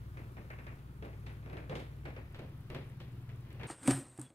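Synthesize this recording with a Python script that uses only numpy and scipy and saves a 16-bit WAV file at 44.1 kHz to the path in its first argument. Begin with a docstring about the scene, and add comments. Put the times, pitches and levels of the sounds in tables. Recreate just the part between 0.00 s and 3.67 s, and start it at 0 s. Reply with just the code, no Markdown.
"""A fan motor hums in wavering low lines over air rumble and microphone hiss, both random short-time spectra.
With them a faint throbbing whine of evenly spaced lines, and treble ticks of decaying band-passed noise.
Loose things tumble above the ceiling of a quiet room: dull thuds with a woody clack, mostly room tail, made of
noise decaying band by band over damped panel modes.
Midway the hand-held phone tilts upward, which shifts the stereo picture; low handling pushes are sine bursts."""
import sys
import numpy as np
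from scipy import signal
from scipy.fft import rfft, irfft
from scipy.io import wavfile
from scipy.ndimage import uniform_filter1d

SR = 44100
rng = np.random.default_rng(int(sys.argv[2]) if len(sys.argv) > 2 else 0)


def unload_wav(signal):
    """Save mono or channel-first audio to the path in sys.argv[1] as 16-bit WAV at rate SR, clipped to [-1, 1]."""
    wavfile.write(
        sys.argv[1],
        SR,
        np.round(np.clip(np.atleast_2d(signal).T, -1, 1) * 32767).astype(np.int16),
    )


def voltage_ratio(level):
    """Linear amplitude factor for a level in decibels (scalar or array-like)."""
    return 10 ** (np.asarray(level, float) / 20)


N = 161847
LEAD_S = .003  # sound through the structure starts softly just ahead of the peak


def evened(x):
    """Scales to rms 1."""
    return x / np.sqrt(np.mean(x ** 2) + 1e-20)


def read(points, hz, col=1):
    """Reads a table on a log-frequency axis."""
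    p = np.array(points)
    return np.interp(np.log(hz + 1), np.log(p[:, 0] + 1), p[:, col])


def add(mix, start_s, sound):
    """Mixes a stereo sound in at start_s."""
    part = mix[:, round(start_s * SR):][:, :sound.shape[1]]
    part += sound[:, :part.shape[1]]


def drift(top_rate_hz, count):
    """Slow random curves of rms 1, each a sum of 16 sines, weaker towards the top rate."""
    rates_hz = np.geomspace(.2, top_rate_hz, 16)
    coarse_t = np.arange(0, N + 256, 256) / SR
    cycles = rates_hz[:, None] * coarse_t + rng.random((count, 16, 1))
    sines = np.sin(2 * np.pi * cycles) / np.sqrt(rates_hz)[:, None]
    t = np.arange(N) / SR
    return np.array([evened(np.interp(t, coarse_t, curve)) for curve in sines.sum(1)])


def colour(points, hz):
    """Magnitude spectrum of mean power 1 from a table in dB."""
    gain = voltage_ratio(read(points, hz))
    return gain / np.sqrt(np.mean(gain ** 2))


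def ports(a, b, hz, s):
    """Two microphone ports from two spectra: likeness, lag, balance and colour by frequency and phone tilt."""
    # Likeness of the ports. Each row: frequency in Hz, share of a in the right port (0 to 1).
    likeness = [(60, .99), (370, 0.97), (520, 0.48), (1400, 0.3), (3000, 0.29), (7000, 0.18), (15000, .05)]
    # Port balance. Each row: frequency in Hz, left over right in dB.
    balance = [(60, 1.2), (130, 1.4), (280, -1.5), (950, 1.1), (2200, 2), (4500, 1.5), (15000, 1.3)]
    # Colour change once the phone is tilted. Each row: frequency in Hz, gain in dB.
    tilted_colour = [(300, 1), (600, 0), (1500, -1), (2800, 3), (5000, 0), (9000, -3.5), (12500, -.5)]
    tilt_start_s, tilt_end_s = 1.93, 2.434
    lag_before_s, lag_after_s = 0.000309, .0001  # right port behind left

    tilted = np.interp(s, (tilt_start_s, tilt_end_s), [0, 1])
    same = np.clip(read(likeness, hz), 0, 1)
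    side = voltage_ratio(read(balance, hz) / 2)
    lag_s = lag_before_s + (lag_after_s - lag_before_s) * tilted
    left = a * np.exp(2j * np.pi * hz * lag_s) * side
    right = (same * a + np.sqrt(1 - same ** 2) * b) / side
    return np.array([left, right]) * voltage_ratio(read(tilted_colour, hz) * tilted)


def air():
    """Air rumble and microphone hiss: random short-time spectra with faint patches and swell."""
    # Rumble and hiss spectrum. Each row: frequency in Hz, relative level in dB.
    air_spectrum = [(15, -33), (52, -8), (88, -1.5), (112, -8.5), (170, -10), (364, -18.5), (569, -30.5),
                    (1240, -27), (2000, -34.5), (3500, -40.5), (6620, -47), (9200, -46.5), (15700, -44)]
    rms_db, patch_db, swell_db = -53.5, 0.96, -0.77
    frames, hz = N // 512 + 5, np.fft.rfftfreq(2048, 1 / SR)[:, None]
    a, b, c, d, patches = rng.standard_normal((frames, 1025, 5)).T
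    patches = uniform_filter1d(patches, 20, 0)  # over frequency
    patches = evened(uniform_filter1d(patches, 7, 1))  # over time
    s = np.arange(frames) * 512 / SR
    swell = np.interp(s, np.arange(N) / SR, drift(6.7, count=1)[0])
    gain = voltage_ratio(read(air_spectrum, hz) + patch_db * patches + swell_db * swell)
    z = ports(a + 1j * b, c + 1j * d, hz, s) * gain
    noise = signal.istft(z, nperseg=2048, noverlap=1536)[1][:, :N]
    return voltage_ratio(rms_db) * evened(noise)


def hum():
    """Low motor lines, each a sine wavering in frequency and level."""
    # Hum lines. Each row: mean frequency in Hz, rms waver in Hz.
    hum_lines = [(62.6, .35), (100.8, .3), (120.02, .05), (139.0, .4), (177, .6)]
    # Hum strength as the phone moves through the standing waves.
    # Each row: time in seconds, level of each of the five hum lines in dB, lowest line first.
    hum_levels = np.array([(0, -53.5, -55.5, -54, -57, -70.5), (.9, -53.5, -56, -54.5, -54.5, -64),
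                           (1.5, -53.5, -53, -53.5, -55.5, -67), (2.1, -52.5, -56.5, -58, -55, -71),
                           (2.6, -65, -59.5, -53, -56.5, -73), (3.0, -58, -57.5, -54, -57.5, -64),
                           (3.67, -61, -59, -51.5, -56, -72)])
    flutter_db = 2.1
    t = np.arange(N) / SR
    wander, flutter = drift(2.42, count=len(hum_lines)), drift(8.9, count=len(hum_lines))
    out = 0
    for k, (hz, waver_hz) in enumerate(hum_lines):
        cycles = np.cumsum(hz + waver_hz * wander[k]) / SR + rng.random()
        phasor = np.exp(2j * np.pi * cycles)
        level_db = np.interp(t, hum_levels[:, 0], hum_levels[:, k + 1]) + flutter_db * flutter[k]
        out = out + np.sqrt(2) * voltage_ratio(level_db) * ports(phasor, 0, hz, t).real
    return out


def whine():
    """A thin electronic tone in the top octave: evenly spaced lines in step, so it throbs."""
    # Rms level of each line in dB, lowest line first.
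    line_levels_db = [-98, -94.5, -93.5, -102]
    lowest_hz, spacing_hz, peak_s = 10853, 29.3, .0075
    t = np.arange(N) / SR - peak_s
    return sum(np.sqrt(2) * voltage_ratio(db) * np.cos(2 * np.pi * (lowest_hz + k * spacing_hz) * t)
               for k, db in enumerate(line_levels_db))


def ticks():
    """Faint treble ticks at random moments: band-passed noise with sudden onset and exponential decay."""
    rate_per_s, floor_db, spread_db, decay_s = 19, -80.5, 4, 0.0053
    band_hz = (7800, 12800)
    size = voltage_ratio(spread_db * np.minimum(rng.exponential(1, N), 3)) * (rng.random(N) < rate_per_s / SR)
    fade = signal.lfilter([1], [1, -np.exp(-1 / (decay_s * SR))], size)
    band = signal.butter(2, band_hz, "bandpass", fs=SR, output="sos")
    noise = evened(signal.sosfilt(band, rng.standard_normal((2, N))))
    return voltage_ratio(floor_db) * fade * noise


def knock(s, clack_db, thud_db, edge_db, pitch):
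    """A blow rings the ceiling panel and fills the room: sharp first arrival, lumpy tail dying band by band."""
    # Spectra of thud, clack and bright edge. Each row: frequency in Hz, relative level in dB.
    thud_spectrum = [(24, -27), (40, 0.5), (128, -3), (400, -3), (560, -6), (760, -15), (1400, -23),
                     (2640, -120)]
    clack_spectrum = [(500, -2.5), (900, -6), (1300, -7.5), (1750, -5), (2400, -6.5), (2800, -12.5),
                      (3500, -38.5), (7000, -62)]
    edge_spectrum = [(2200, -7), (3300, -0.5), (4500, -7.5), (6500, -17.5), (9000, -21), (15500, -31)]
    # Room tail. Each row: band centre in Hz, decay by 60 dB in seconds, rise time constant in seconds.
    room_tail = [(104, 0.39, 0.057), (265, 0.36, 0.013), (610, 0.39, 0.0076), (1370, 0.42, 0.0048),
                 (2980, 0.42, 0.0025), (5860, 0.36, 0.00089), (12000, 0.62, 0.0027)]
    # Panel modes. 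Each row: nominal frequency in Hz, relative level in dB, decay by 60 dB in seconds.
    panel_modes = [(148, 0, .3), (210, -1, .22), (240, -3, .2), (282, -1, .18), (322, 0, .18),
                   (405, 1, .16), (480, -3, .12), (620, -6, .1)]
    crack_gain, crack_s = 0.71, 0.0079  # early sound over the tail
    lumps_db, lump_s = 1.5, 0.005  # uneven reflections
    edge_snap_db, clack_snap_db, snap_s = 7, 3, .002  # first arrival over the tails, its decay time
    panel_db, mode_scatter_db = -5, 4.5
    heavy_db, heavy_slope = -54.5, 1  # louder thuds drive modes below 260 Hz harder (dB per dB per octave)

    size = 14400
    t, hz = np.arange(size) / SR, np.fft.rfftfreq(size, 1 / SR)
    thud = voltage_ratio(thud_db)
    thud_mag = thud * colour(thud_spectrum, hz / pitch)
    clack, edge = colour(clack_spectrum, hz), colour(edge_spectrum, hz)
    mag = np.sqrt(thud_mag ** 2 + (voltage_ratio(clack_db) * clack) ** 2 + (voltage_ratio(edge_db) * edge) ** 2)
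    a, b, lumps = rng.standard_normal((3, size))
    z = ports(rfft(a), rfft(b), hz, s) * mag
    lumps = voltage_ratio(lumps_db * evened(uniform_filter1d(lumps, round(lump_s * SR))))
    body = lumps + crack_gain * np.exp(-t / crack_s)

    out, centres = 0, np.log([row[0] for row in room_tail])
    for k, (_, t60_s, rise_s) in enumerate(room_tail):
        share = np.interp(np.log(hz + 1), centres, np.arange(len(room_tail)) == k)
        shape = (1 - np.exp(-t / rise_s)) * voltage_ratio(-60 * t / t60_s) * body
        out = out + irfft(z * share, size) * shape

    snap_mag = voltage_ratio(edge_db + edge_snap_db) * edge + voltage_ratio(clack_db + clack_snap_db) * clack
    snap = irfft(ports(rfft(b), rfft(a), hz, s) * snap_mag, size)
    out = out + snap * np.exp(-(t - LEAD_S) / snap_s) * (t >= LEAD_S)

    heavy = heavy_slope * max(thud_db - heavy_db, 0)
    luck = rng.standard_normal((len(panel_modes), 2))
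    ring = 0
    for (f, db, t60_s), (level_luck, pitch_luck) in zip(panel_modes, luck):
        level_db = db + mode_scatter_db * level_luck + heavy * max(np.log2(260 / f), 0)
        mode_hz = f * np.sqrt(pitch) * (1 + 0.02 * pitch_luck)
        ring = ring + voltage_ratio(level_db - 60 * t / t60_s) * np.sin(2 * np.pi * mode_hz * t)
    ring = rfft(ring * thud * voltage_ratio(panel_db) / np.sqrt(len(panel_modes)))
    out = out + irfft(ports(ring, 1j * ring, hz, s), size) * np.minimum(t / 0.003, 1)
    return out * np.minimum(1, 4 * (1 - t / t[-1]))  # fade over the last quarter


def knocks():
    """The listed knocks and a random scatter of faint rattles, each rattle a weak knock."""
    # Each row: time in seconds, clack level in dB, thud level in dB, bright edge level in dB,
    # thud pitch as a ratio.
    blows = [(0.1723, -52.5, -52.5, -69.5, 1), (0.192, -67, -51, -77, 0.68), (0.3693, -54, -49.5, -75, .95),
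             (0.5038, -48, -54, -68, .9), (0.588, -53.5, -58, -72, .9), (0.668, -49, -64, -67, 1),
             (1.0252, -54, -43, -66, 1.03), (1.0496, -57, -50, -70, 1.05), (1.1302, -62, -60, -74, 1.1),
             (1.2652, -54.5, -54.5, -62.5, 1.1), (1.2943, -57.5, -59, -73, 0.79),
             (1.4277, -62.5, -59, -76, 1.2), (1.4606, -58, -49, -73, 1.06), (1.4993, -55, -48, -70, 1.1),
             (1.5308, -53.5, -43, -69, 1.02), (1.5702, -49, -48.5, -63.5, 0.85),
             (1.6968, -51, -38.5, -59, 1.1), (1.7247, -48.5, -39.5, -79, 1.02),
             (1.7545, -50, -43, -52, 1.1), (1.8, -55, -64, -65.5, 1.1), (2.0548, -47, -44.5, -61.5, 1.15),
             (2.1649, -52, -47.5, -68, 0.97), (2.3466, -55.5, -52.5, -63, 0.98),
             (2.393, -58, -46, -65.5, 1.2), (2.7021, -53.5, -44.5, -63.5, 0.93),
             (2.748, -49, -42.5, -57, 0.98), (3.0027, -59, -53, -62.5, 1.05),
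             (3.2922, -61.5, -55, -70, .99), (3.506, -60.5, -66, -70.5, .99),
             (3.5978, -55, -51.5, -68, 1.3), (3.6119, -52, -51, -69, 0.86), (3.634, -48.5, -48, -59, 1.1)]
    rattles_per_s, max_clack_db, max_thud_db, spread_db = 14, -69.5, -62.5, 1.5
    out = np.zeros((2, N))
    for row in blows:
        add(out, row[0] - LEAD_S, knock(*row))
    for u, v, w in rng.random((round(rattles_per_s * N / SR), 3)):
        s = u * N / SR
        add(out, s, knock(s, max_clack_db - spread_db * v, max_thud_db - spread_db * w, -82.5, 0.99))
    return out


def handling():
    """Short sub-bass pushes as the hand moves the phone: windowed sine bursts, stronger on the left."""
    # Each row: start in seconds, level in dB, frequency in Hz.
    hand_pushes = [(2.34, -57, 22), (2.675, -50, 27), (3.25, -57, 20)]
    cycles = 2.2
    out = np.zeros((2, N))
    for s, db, hz in hand_pushes:
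        t = np.arange(0, cycles / hz, 1 / SR)
        push = np.hanning(len(t)) * np.sin(2 * np.pi * hz * t)
        add(out, s, voltage_ratio(db) * push * voltage_ratio([[1.], [-1.]]))
    return out


def scene():
    """Knocks overhead, air, hum, whine, ticks and handling."""
    return knocks() + air() + hum() + whine() + ticks() + handling()


def top_cut(x):
    """Nothing passes above the cut-off."""
    return signal.sosfilt(signal.butter(12, 15880, fs=SR, output="sos"), x)


def record(dry):
    """Band limit by a linear-phase low-pass, then a small constant converter offset."""
    top_hz, offset = 15750, -.0006
    limited = signal.oaconvolve(dry, signal.firwin(401, top_hz, fs=SR)[None], "same")
    return top_cut(limited + offset)


dry = scene()
out = record(dry)
unload_wav(out)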